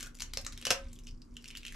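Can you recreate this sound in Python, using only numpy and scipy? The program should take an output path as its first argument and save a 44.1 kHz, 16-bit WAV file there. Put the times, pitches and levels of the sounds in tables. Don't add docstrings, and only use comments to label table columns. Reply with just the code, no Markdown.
import sys
import numpy as np
from scipy import signal
from scipy.fft import rfft, irfft, next_fast_len
from scipy.io import wavfile
from scipy.ndimage import map_coordinates

SR = 44100
rng = np.random.default_rng(int(sys.argv[2]) if len(sys.argv) > 2 else 0)


def volts_from_db(level):
    exponent = np.asarray(level, float) / 20
    return 10 ** exponent


def put_to_file(sound):
    columns = np.atleast_2d(sound).T
    safe = np.clip(columns, -1, 1)
    whole_steps = np.round(safe * 32767)
    wavfile.write(sys.argv[1], SR, whole_steps.astype(np.int16))


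N = 77175


def unit(x):
    return x / np.sqrt(np.mean(x ** 2) + 1e-20)


def along(points, hz):
    f, v = np.transpose(points)
    return np.interp(np.log(hz + 1), np.log(f + 1), v)


def curve(rows):
    return np.interp(np.arange(N) / SR, *np.transpose(rows))


def wobble(rate):
    knots = rng.standard_normal(int(N * rate / SR) + 4)
    return map_coordinates(knots, [np.arange(N) * rate / SR])


def filtered(x, response):
    n = x.shape[-1]
    m = next_fast_len(n + 4096)
    return irfft(rfft(x, m) * response(np.fft.rfftfreq(m, 1 / SR)), m)[..., :n]


def resonance(f, hz, width):
    return 1j * f * width / (hz * hz - f * f + 1j * f * width)


def shaped(noise, envelope):
    x = noise * envelope
    return x * np.linalg.norm(envelope) / np.linalg.norm(x)


# start_s, level_db, pitch_hz of the panel, treble_db, tub_knock_db
RIM_SNAPS = [(0.0004, -46.5, 4150, -2, -27), (0.0064, -32, 6500, -5, -60), (0.0278, -30.5, 6360, -5.5, -37),
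             (0.0603, -41, 5730, -5, -25), (0.069, -42.5, 3700, -4, -37), (0.1457, -53, 6050, -2.5, -42),
             (.1506, -47, 5100, 0, -45), (0.1698, -48, 6350, -12, -35), (0.187, -43.5, 2700, -8, -46),
             (0.1974, -34.5, 5170, -11, -34), (0.2045, -29, 4600, -10, -61), (0.2201, -24, 6070, -11, -64),
             (0.3351, -27.5, 4770, -9, -44), (0.372, -22.5, 5360, -11.5, -20),
             (0.4124, -49.5, 5600, 5.5, -33), (0.4477, -35.5, 4050, -8, -45), (0.4648, -22, 6930, -40, -37),
             (0.5232, -39, 3910, -7, -50.5), (0.5303, -38, 6120, -17, -33.5),
             (0.5755, -36, 3280, -7.5, -39), (0.613, -42, 3040, -2, -34), (0.6246, -35.5, 3220, -15, -28),
             (0.6338, -52, 2660, -10.5, -26.5), (1.7478, -45.5, 1095, -10, -10)]
# start_s, level_db, pitch_hz of the panel, treble_db, tub_knock_db
POP_SNAPS = [
    (0.6521, -22, 2880, -13, -37),
    (0.6517, -22, 5800, -8, -50),
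    (0.6675, -17.5, 2930, -14, -19.5),
    (.6734, -27.5, 2480, -15, -21),
    (0.7047, -11, 5630, -11.5, -24),
    (0.7076, -15, 2790, -29.5, -9.5),
    (.7134, -19, 5300, -9, -15.5),
    (0.7227, -23.5, 2400, -11.5, -24),
]


def lid():
    part = dict(db=-8.5, after_db=-8.5, rim_db=0.5, burst_s=0.0023, after_t60=0.047, rise_s=0.0006, ring_db=3)
    return contacts(part, [*RIM_SNAPS, *POP_SNAPS])


# start_s, level_db,
# pitch_hz of the panel, treble_db
SWING_TICKS = [(0.8844, -52.5, 5330, -10.5), (0.916, -55.5, 3130, -8), (0.9298, -50.5, 7200, 3.5),
               (0.9555, -51, 5960, -5), (0.961, -49, 3420, -21), (0.9887, -44.5, 6140, -8.5),
               (1.0358, -49, 5980, -11), (1.0708, -36, 2970, -25), (1.079, -42, 4830, -25),
               (1.0875, -43, 5150, -27), (1.1096, -45.5, 5130, -27), (1.1463, -59, 4800, -25),
               (1.1754, -57.5, 4830, -32), (1.2181, -43, 4940, -25), (1.25, -69, 9000, 2),
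               (1.3093, -60, 5330, -33), (1.3404, -54.5, 5600, -10), (1.3557, -49.5, 2980, -24.5),
               (0.9322, -46, 7400, -9.5), (0.988, -45, 3080, -20), (1.0435, -56, 6460, -11.5),
               (1.05, -53.5, 5800, -6.5), (1.0645, -51, 3140, -25), (1.0692, -39, 6340, -28),
               (1.0856, -41, 2860, -24), (1.3185, -60, 5500, -22), (1.5398, -50, 2800, -25)]
# start_s, level_db, pitch_hz of the panel, treble_db, rim_db (broad colour)
STRETCH_TICKS = [(1.3673, -34, 2900, -17, -1), (1.4087, -50, 5800, -20, -22), (1.4237, -52, 5150, -6, -2),
                 (1.4422, -43.5, 3100, -14, 9.5), (1.4571, -36, 2730, -13, -8), (1.479, -44.5, 5400, -2, 3),
                 (1.4845, -42, 5520, -13, 8), (1.5038, -32.5, 2820, -24, -4.5),
                 (1.51, -36.5, 2870, -14, -5), (1.5504, -35, 1800, -27, -8),
                 (1.5522, -31.5, 3000, -27, -12), (1.5627, -33, 2840, -23, -8),
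                 (1.5715, -35, 3070, -5.5, 3.5), (1.5774, -51, 3620, -24, -6), (1.6058, -47, 3050, -23, -6),
                 (1.6148, -52, 2640, -20, -11), (1.6314, -34.5, 2850, -28, -9),
                 (1.6507, -29.5, 2700, -28, -1.5), (1.6644, -27, 2690, -15, -12),
                 (1.671, -42, 2900, -27, 1), (1.681, -30.5, 2780, -22.5, -3.5),
                 (1.6914, -53, 2900, -18, -4), (1.7085, -50, 3000, -12, -12), (1.723, -35.5, 1780, -11, -6),
                 (1.7444, -39, 1800, -25, -6)]


def strip():
    part = dict(db=-6, after_db=-10.5, burst_s=0.0015, after_t60=0.059, rise_s=0.00046, ring_db=3.5)
    swing_rim_db, tub_knock_db, low_hz = -6.5, -63, 1296
    rows = [*[(*row, swing_rim_db) for row in SWING_TICKS], *STRETCH_TICKS]
    ticks = contacts(part, [(*row, tub_knock_db, rim_db) for *row, rim_db in rows])
    return filtered(ticks, lambda f: (1j * f / (low_hz + 1j * f)) ** 2)


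def contacts(part, rows):
    out = np.zeros(N + SR)
    names = ["hz", "treble_db", "knock_db", "rim_db"]
    for start_s, level_db, *colour in rows:
        sound = snap(**dict(zip(names, colour)), **part)
        out[round(start_s * SR):][:len(sound)] += volts_from_db(level_db) * sound
    return out[:N]


# pitch_hz, level_db
RIM_COLOUR = [(450, -43), (800, -17.5), (1500, -3), (2710, -2), (3900, -3), (5530, -0.5), (9000, -12),
              (11700, -24), (19800, -120)]
# pitch_hz, level_db
TREBLE_COLOUR = [(4410, -13.5), (7500, -3), (9140, -10), (11700, -8.5), (15500, -25)]


def snap(hz, treble_db, knock_db, rim_db, db, after_db, burst_s, after_t60, rise_s, ring_db):
    t = np.arange(SR // 4) / SR
    rise = 1 - np.exp(-t / rise_s)
    burst = rise * np.exp(-(t / burst_s) ** 2)
    uneven_db = 3 * np.interp(t, t[::88], rng.standard_normal(len(t[::88])))
    after = (1 - np.exp(-t / burst_s)) * volts_from_db(after_db + uneven_db - 60 * t / after_t60)

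    def burst_and_rattle(noise, more_db):
        return shaped(noise, burst) + volts_from_db(more_db) * after * noise

    a, b, c = rng.standard_normal((3, len(t)))
    rim = unit(filtered(a, lambda f: volts_from_db(along(RIM_COLOUR, f))))
    panel = unit(filtered(b, lambda f: resonance(f, hz, 0.27 * hz) ** 2))
    treble = unit(filtered(c, lambda f: volts_from_db(along(TREBLE_COLOUR, f))))
    ring = volts_from_db(ring_db - 60 * t / 0.007) * rise * np.sin(2 * np.pi * hz * t)
    crack = ring + burst_and_rattle(panel, 0)
    crack += volts_from_db(rim_db) * burst_and_rattle(rim, 0)
    crack += volts_from_db(max(treble_db, -22) + 6) * burst_and_rattle(treble, 3)
    return volts_from_db(db) * (crack + volts_from_db(knock_db + 9) * tub_knock(t))


# pitch_hz, level_db, t60_s (time to fade by 60 dB)
TUB_TONES = [(110, -8, .06), (240, -10, .06), (693, -3, .03), (960, -16, .08), (1236, -7, .035),
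             (1556, -13, .1), (1650, -4, .022), (2095, -11, .04)]
# pitch_hz, level_db, t60_s
AIR_TONES = [(530, 5, .028), (541, -17, .3)]


def tub_knock(t):
    tones = 0
    for hz, level_db, t60_s in [*TUB_TONES, *AIR_TONES]:
        fade = volts_from_db(level_db + rng.normal(0, 1) - 60 * t / t60_s)
        tones = tones + fade * np.sin(2 * np.pi * hz * t)
    return tones * (1 - np.exp(-t / 0.0007))


# start_s, level_db
HAND_EFFORT = [(0, -43), (.05, -50.5), (.1, -90), (.3, -60), (.42, -73), (.63, -53), (.85, -59.5),
               (1.04, -73.5), (1.2, -88), (1.4, -66.5), (1.6, -62.5), (1.75, -49)]


def lid_rustle():
    return creases(HAND_EFFORT, centre_hz=4620, spread=0.4, cycles=2.5)


# start_s, level_db
STRIP_CREAK = [(1.3, -91), (1.4, -87), (1.47, -57), (1.54, -55), (1.6, -70), (1.66, -51), (1.7, -71),
               (1.75, -62)]


def strip_creak():
    return creases(STRIP_CREAK, centre_hz=2800, spread=0.1, cycles=1.5)


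def creases(effort, centre_hz, spread, cycles):
    count = int(1500 * N / SR)
    when, pitch, size = rng.random((3, count))
    hz = centre_hz * np.exp(spread * 2 * (2 * pitch - 1))[:, None]
    k = np.arange(200)
    loudness = volts_from_db(-3.5 * np.log(size + 1 / 50))[:, None]
    envelope = (1 - np.exp(-k * hz / SR)) * np.exp(-k * hz / SR / cycles)
    grains = loudness * envelope * np.sin(2 * np.pi * hz * k / SR)
    places = (when * N).astype(int)[:, None] + k
    out = np.bincount(places.ravel(), grains.ravel(), N + len(k))[:N]
    return unit(out) * volts_from_db(curve(effort) - 7.5)


def scrape():
    hz, width_hz, level_db, end_s, t60_s = 1486, 370, -61, 0.066, 0.095
    fade_db = -60 * np.clip(np.arange(N) / SR - end_s, 0, None) / t60_s
    noise = unit(filtered(rng.standard_normal(N), lambda f: resonance(f, hz, width_hz) ** 2))
    return noise * volts_from_db(level_db + 4 * wobble(99) + fade_db)


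# pitch_hz, t60_s
ROOM_FADE = [(300, 0.093), (1000, 0.3), (3000, 0.2), (7000, 0.17), (14000, 0.16)]
# pitch_hz, likeness (0 to 1)
ROOM_LIKENESS = [(500, 0.77), (2000, 0.28), (12000, .05)]


def kitchen(x):
    out, step, delay_s = np.zeros((2, N + SR)), 2048, 0.004
    for start in range(0, N, step):
        hz, t, z = signal.stft(rng.standard_normal((2, SR // 2)), SR, nperseg=256)
        likeness = np.clip(along(ROOM_LIKENESS, hz), 0, 1)
        share = np.sqrt(1 + likeness * [[1], [-1]])[..., None]
        fade = volts_from_db(-60 * t / along(ROOM_FADE, hz)[:, None])
        mid, side = signal.istft(z * share * fade, SR, nperseg=256)[1]
        tail = np.array([mid + side, mid - side]) / np.hypot(np.linalg.norm(mid), np.linalg.norm(side))
        wet = signal.fftconvolve(x[None, start:start + step], tail, axes=1)
        out[:, start + round(delay_s * SR):][:, :wet.shape[1]] += wet
    return out[:, :N]


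# pitch_hz, level_db
HUM_TONES = [(120, -75.5), (240, -62)]


def fridge():
    t = np.arange(N) / SR
    hum = 0
    for hz, level_db in HUM_TONES:
        level = volts_from_db(level_db + 0.5 * wobble(15)) * np.sqrt(2)
        hum = hum + level * np.sin(2 * np.pi * hz * t + 0.13 * wobble(15))
    return hum * volts_from_db([[-0.2], [0.2]])


# pitch_hz, level_db
RUMBLE_COLOUR = [(8.8, -12.5), (15, -7), (38, 1.5), (59, -3.5), (86, -9), (207, -21), (244, -12),
                 (266, -16), (500, -38.5), (650, -67.5), (1100, -120)]
# start_s, level_db
RUMBLE_SWELLS = [(0.0, -58), (0.048, -48), (0.174, -57), (0.218, -49), (0.432, -45.5), (0.482, -49),
                 (0.526, -42), (0.632, -59.5), (0.866, -44), (0.97, -52), (1.11, -44.5), (1.296, -60.5),
                 (1.324, -49.5), (1.418, -57), (1.612, -50), (1.656, -60), (1.714, -46), (1.75, -48)]


def house():
    t = np.arange(N) / SR
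    sway = np.sqrt(2) * volts_from_db(-49.5 + wobble(11.5)) * np.sin(2 * np.pi * 29.4 * t + 1.32 * wobble(7))
    rumble = filtered(rush(RUMBLE_COLOUR), lambda f: f ** 2 / (f ** 2 + 45 ** 2))
    deep = filtered(rumble, lambda f: 1 / (1 + (f / 130) ** 4))
    swell = volts_from_db(curve(RUMBLE_SWELLS) + 49)
    return swell * (sway + volts_from_db(-49) * deep) + volts_from_db(-50.5) * (rumble - deep)


# pitch_hz, level_db
HISS_COLOUR = [(210, -26), (350, 0), (761, -18.5), (824, -15), (1130, -12), (3120, -35), (6790, -24.5),
               (15500, -43.5)]


def hiss():
    return volts_from_db(-69) * rush(HISS_COLOUR)


# pitch_hz, likeness (0 to 1)
BACKGROUND_LIKENESS = [(60, 0.98), (180, 0.71), (550, 0.073), (1650, 0.35), (4970, 0.69), (15000, 0.45)]


def rush(spectrum):
    def response(hz):
        turn = np.arccos(np.clip(along(BACKGROUND_LIKENESS, hz), 0, 1)) / 2
        return volts_from_db(along(spectrum, hz)) * [np.cos(turn), np.sin(turn)]

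    mid, side = filtered(rng.standard_normal((2, N)), response)
    return unit(np.array([mid + side, mid - side]))


# pitch_hz, level_db (half of left minus right)
DIRECT_LEAN = [(1000, 0.5), (4000, 1), (8000, 1), (14000, 3)]


def scene():
    near = lid() + lid_rustle() + scrape()
    thin = strip() + strip_creak()
    front = near + thin * volts_from_db([[-0.7], [0.7]])
    direct = filtered(front, lambda f: volts_from_db(along(DIRECT_LEAN, f) * np.array([[1], [-1]])))
    wet = kitchen(near + volts_from_db(-2.5) * thin)
    wet = filtered(wet, lambda f: volts_from_db(-2 * np.log2(1 + f / 4000)))
    return direct + volts_from_db(-3) * wet + fridge() + house() + hiss()


def top_cut(x):
    return signal.sosfilt(signal.butter(12, 15710, fs=SR, output="sos"), x)


def record(dry):
    top_hz, left_lag_s = 15450, 1 / 60000

    def ports(f):
        lag = np.exp(-2j * np.pi * f * left_lag_s * np.array([[1], [0]]))
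        return lag * (f < top_hz) / (1 + (f / top_hz) ** 30)

    return top_cut(filtered(dry, ports))


dry = scene()
out = record(dry)
put_to_file(out)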